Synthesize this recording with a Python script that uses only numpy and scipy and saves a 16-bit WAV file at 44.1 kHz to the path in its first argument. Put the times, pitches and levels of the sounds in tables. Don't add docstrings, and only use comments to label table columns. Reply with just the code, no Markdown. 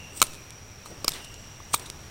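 import sys
import numpy as np
from scipy import signal
from scipy.fft import rfft, irfft
from scipy.io import wavfile
from scipy.ndimage import uniform_filter1d

SR = 44100
rng = np.random.default_rng(int(sys.argv[2]) if len(sys.argv) > 2 else 0)


def to_wav(sig):
    pcm = np.clip(np.atleast_2d(sig), -1, 1) * 32767
    pcm = np.round(pcm).astype(np.int16)
    wavfile.write(sys.argv[1], SR, pcm.T)


N = 92610
GRAIN_DB = 2.5

# frequency in Hz, relative level in dB.
CHIP_SPECTRUM = [(300, 1.5), (1500, -8.5), (3500, 2.5), (6000, 1.5), (9000, 2), (11000, -6), (16000, -20)]


def amp(db):
    return 10 ** (np.asarray(db) / 20)


def evened(x):
    return x / np.sqrt(np.mean(x ** 2) + 1e-30)


def read(points, hz):
    point_hz, value = np.transpose(points)
    return np.interp(np.log(hz + 1), np.log(point_hz + 1), value)


def add(mix, s, sound):
    part = mix[max(round(s * SR), 0):][:len(sound)]
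    part += sound[:len(part)]


def colour(x, points, tilt=0, size=4096):
    hz = abs(np.fft.fftfreq(size, 1 / SR))
    log_gain = np.log(amp(read(points, hz) + tilt * np.log2(hz + 20)))
    spectrum = np.exp(np.conj(signal.hilbert(log_gain)))
    taps = np.fft.ifft(spectrum).real
    return signal.fftconvolve(x, taps[:size // 2])[:len(x)]


def resonate(x, hz, width):
    phase = 2 * np.pi * np.cumsum(hz * np.ones(len(x))) / SR
    turn = np.exp(1j * phase)
    r = np.exp(-np.pi * width / SR)
    smoothed = signal.lfilter([(1 - r) ** 2], [1, -2 * r, r * r], x / turn + 1e-18)
    return (turn * smoothed).real


def swell(t, rise, fall):
    return np.exp(-np.maximum(-t / rise, t / fall))


def grains(count, spread_db):
    unevenness = np.clip(rng.standard_normal(count), -2, 2)
    return rng.standard_normal(count) * amp(spread_db * unevenness)


def blow(x, db):
    return amp(db) * x * np.sqrt(.005 * SR / (np.sum(x ** 2) + 1e-30))


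def burst(rise, fall, size=4096):
    even_share = .72
    t = (np.arange(size) - size // 8) / SR
    shape = swell(t, rise, fall)
    spectrum = rfft(shape * grains(size, GRAIN_DB))
    flattened = irfft(spectrum / (abs(spectrum) + 1e-9) ** even_share)
    gate = np.minimum(2 * np.sqrt(shape), 1)
    return t, flattened * gate


def snaps():
    # time in seconds, rise and fall constants in seconds, thud level in dB,
    # stick knock pitch in Hz and level in dB, crack level in dB, squeak pitch in Hz and level in dB,
    # blade ring level in dB.
    snap_rows = [(.217, 0.000018, 0.0021, -31, 1148, -15.5, -12, 8100, -35, -52),
                 (0.2256, 0.00022, 0.0023, -26, 1177, -20.5, -15, 9100, -44, -28),
                 (0.8592, 0.0041, 0.0072, -54, 1080, -41, -43.5, 4200, -54, -68),
                 (1.0449, 0.000067, .0026, -29, 1020, -31.5, -31, 5030, -29.5, -65),
                 (1.0808, 0.00052, .0008, -30.5, 1144, -29, -21.5, 5100, -18, -70),
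                 (1.0825, 0.0018, 0.0033, -38, 1170, -66, -25, 4250, -39, -70),
                 (1.6027, .0005, .002, -59, 1044, -43, -69, 5030, -61, -78.5),
                 (1.7414, 0.0018, 0.0046, -37.5, 1066, -18.5, -24, 7940, -31, -50),
                 (1.745, 0.0012, 0.0018, -39, 1120, -70, -20, 8520, -25, -28)]
    # frequency in Hz, relative level in dB.
    thud_spectrum = [(40, -17), (150, -17.5), (450, -7.5), (580, -8), (740, -16), (2000, -29.5)]
    crack_spectrum = [(300, -21), (750, -11), (1400, -24), (1900, -7), (2270, 2.5), (2750, -4), (3100, 0.5),
                      (3480, -6), (3750, 1.5), (4250, 3.5), (4550, -8.5), (7000, 0.5), (9200, 1),
                      (10000, -12), (13000, -6.5), (16000, -17)]
    # multiple of knock pitch, relative level in dB.
    knock_modes = [(.68, -20), (.89, -1), (1, -3.5), (1.12, 3), (1.42, -17), (3, -57)]
    blade_hz = [11450, 14960, 15150]
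    # relative level in dB, time to fall by 60 dB in seconds.
    blade_rings = [(5, .028), (1, .055), (-2, .025)]
    squeak_width_hz = 700

    out = np.zeros(N)
    for s, rise, fall, thud_db, knock_hz, knock_db, crack_db, squeak_hz, squeak_db, ring_db in snap_rows:
        t, force = burst(rise, fall)
        hand = blow(colour(force, thud_spectrum), thud_db)

        impulse = np.where(t == 0, 1., 0)
        knock = colour(impulse, [(knock_hz * ratio, db) for ratio, db in knock_modes])
        crack = colour(force, crack_spectrum)
        wood = blow(knock, knock_db) + blow(crack, crack_db)

        after = np.maximum(t, 0)
        ring = np.zeros(len(t))
        for hz, (db, t60) in zip(blade_hz, blade_rings):
            ring += amp(db - 60 * after / t60) * np.sin(2 * np.pi * hz * after)
        squeak = resonate(force, squeak_hz, squeak_width_hz)
        steel = blow(squeak, squeak_db) + blow(ring, ring_db)
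        add(out, s + t[0], hand + wood + steel)
    return out


def slices():
    # peak time in seconds, rise and fall constants
    # in seconds, level in dB.
    strokes = [(0.173, 0.019, 0.046, -39), (.872, .01, 0.051, -54), (1.11, 0.036, 0.087, -45),
               (1.732, 0.013, 0.064, -41)]
    # frequency in Hz, relative level in dB.
    hiss_spectrum = [(1000, -25), (6800, -9.5), (8400, 7), (9600, -7), (11000, -15.5), (16000, -7)]
    grain_db = 5

    t = np.arange(N) / SR
    pressure = sum(amp(db) * swell(t - s, rise, fall) for s, rise, fall, db in strokes)
    catching = amp(grain_db * evened(uniform_filter1d(rng.standard_normal(N), size=30)))
    return pressure * evened(colour(catching * rng.standard_normal(N), hiss_spectrum))


def crackle():
    # peak time in seconds, rise and fall constants in seconds, level in dB.
    peels = [(.245, 0.0068, 0.053, -49), (.342, 0.012, 0.021, -49), (.875, .012, 0.025, -52.5),
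             (1.105, 0.0068, 0.046, -44.5), (1.451, 0.0087, 0.01, -50)]
    fibres_per_s, spread_db = 400, 20

    t = np.arange(N) / SR
    strain = sum(amp(db) * swell(t - s, rise, fall) for s, rise, fall, db in peels)
    parting = rng.random(N) < fibres_per_s / SR
    fibres = parting * rng.choice([-1, 1], N) * amp(spread_db * rng.random(N))
    return strain * evened(colour(fibres, CHIP_SPECTRUM))


def chips_and_ping():
    # time in seconds, fall constant in seconds, tick level in dB, resonance pitch in Hz,
    # resonance level in dB.
    ticks = [(0.1766, 0.0028, -40.5, 8350, -42.5), (0.2013, 0.0041, -35.5, 5460, -42),
             (.2375, 0.0076, -35.5, 9050, -32), (0.2679, 0.0034, -39, 4000, -64),
             (0.5059, 0.001, -42.5, 6360, -64), (1.091, .002, -31, 13200, -33),
             (1.119, 0.0015, -35.5, 3670, -38.5), (1.1359, 0.0077, -38.5, 3520, -41),
             (1.2457, 0.0054, -40.5, 9300, -55), (1.3421, 0.0017, -45, 6800, -51),
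             (1.7362, 0.01, -23, 8400, -28.5), (1.759, 0.0065, -38.5, 3600, -39),
             (1.7965, .003, -40.5, 9500, -45), (1.8608, 0.012, -40.5, 3800, -44),
             (1.9008, 0.00059, -33, 4970, -44)]
    rise_share, width_hz = 0.23, 550

    out = np.zeros(N)
    for s, fall, db, hz, pitch_db in ticks:
        t, force = burst(rise_share * fall, fall)
        tick = blow(colour(force, CHIP_SPECTRUM), db)
        pitch = blow(resonate(force, hz, width_hz), pitch_db)
        add(out, s + t[0], tick + pitch)
    return out


def swishes():
    # peak time in seconds, rise and fall constants in seconds, level in dB,
    # brightness in dB per octave.
    movements = [(.228, .006, 0.038, -37, -18.5), (0.915, 0.022, 0.035, -44, -3.5),
                 (1.12, 0.041, 0.036, -41.5, -10.5), (1.16, 0.043, 0.047, -40, 4),
                 (1.811, 0.02, .049, -44.5, 1.5)]
    # frequency in Hz, relative level in dB.
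    rub_spectrum = [(60, -15.5), (350, 2), (800, -5.5), (2000, -10.5), (4000, -17.5), (9000, -36),
                    (16000, -46)]

    t = np.arange(N) / SR
    out = np.zeros(N)
    for s, rise, fall, db, tilt in movements:
        rub = evened(colour(rng.standard_normal(N), rub_spectrum, tilt))
        out += amp(db) * swell(t - s, rise, fall) * rub
    return out


def woods(x):
    # frequency in Hz, relative level in dB.
    echo_spectrum = [(100, 14.5), (1200, -4), (2500, -1), (5000, 0.5), (9000, -3), (15000, -2)]
    # frequency in Hz, time to fall by 60 dB in seconds.
    echo_t60 = [(2000, 1.0), (6000, 0.6), (15000, 0.85)]
    tail_db, rise_s = -23, 0.0013

    hz, t, z = signal.stft(grains(SR, GRAIN_DB), SR, nperseg=256)
    fade_db = -60 * t / read(echo_t60, hz)[:, None]
    onset = 1 - np.exp(-t / rise_s)
    tail = signal.istft(z * amp(read(echo_spectrum, hz)[:, None] + fade_db) * onset, SR)[1]
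    return amp(tail_db) * signal.fftconvolve(x, tail / np.linalg.norm(tail))[:N]


def wildlife():
    # time in seconds, pitch in Hz, level in dB.
    bird_course = [(0, 2790, -49), (.16, 2770, -54.5), (.45, 2420, -59), (.75, 2400, -62.5),
                   (1.05, 2900, -65), (1.2, 2890, -50.5), (1.4, 2850, -56), (2.1, 2900, -84)]
    # peak time in seconds, rise and fall constants in seconds, pitch in Hz,
    # level in dB.
    whistle_row = (1.38, .1, .22, 7580, -61)
    bird_width_hz, bird_waver_hz = 280, 30
    insect_hz, insect_width_hz, insect_waver_hz, insect_db = 5706, 310, 25.3, -53

    t = np.arange(N) / SR
    insect_waver, bird_waver = evened(uniform_filter1d(rng.standard_normal((2, N)), size=2500))

    s, hz, db = np.transpose(bird_course)
    pitch = np.interp(t, s, hz) + bird_waver_hz * bird_waver
    birds = amp(np.interp(t, s, db)) * evened(resonate(rng.standard_normal(N), pitch, bird_width_hz))

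    s, rise, fall, hz, db = whistle_row
    tone = evened(resonate(rng.standard_normal(N), hz, bird_width_hz))
    whistle = amp(db) * swell(t - s, rise, fall) * tone

    insect_pitch = insect_hz + insect_waver_hz * insect_waver
    insect = evened(resonate(rng.standard_normal(N), insect_pitch, insect_width_hz))
    return birds + whistle + amp(insect_db) * insect


def air():
    # frequency in Hz, relative level in dB per Hz.
    air_spectrum = [(25, -3.5), (55, -7.5), (95, 2.5), (140, -5), (220, -11), (450, -14), (800, -16.5),
                    (1600, -19), (2600, -20), (4500, -25), (7500, -26.5), (10500, -34.5), (16000, -35)]
    # time in seconds, level in dB.
    air_course = [(0, -45.5), (.72, -48), (1, -45.5), (1.55, -46.5), (2.1, -45)]
    patch_db = 0.5

    hz, _, z = signal.stft(rng.standard_normal(N), SR, nperseg=2048)
    across_hz = uniform_filter1d(rng.standard_normal(z.shape), size=24, axis=0)
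    patches = evened(uniform_filter1d(across_hz, size=4, axis=1))
    wash = signal.istft(z * amp(read(air_spectrum, hz)[:, None] + patch_db * patches), SR)[1][:N]
    return evened(wash) * amp(np.interp(np.arange(N) / SR, *np.transpose(air_course)))


def scene():
    knife = snaps() + chips_and_ping() + slices() + crackle()
    mono = knife + woods(knife) + swishes() + wildlife() + air()
    return np.array([mono, mono])


def record(dry):
    edge_hz = 16000
    clipped = np.clip(dry, -1, 1)
    low_pass = signal.firwin(255, edge_hz, window=("kaiser", 8), fs=SR)
    return signal.oaconvolve(clipped, low_pass[None], "same")


dry = scene()
out = record(dry)
to_wav(out)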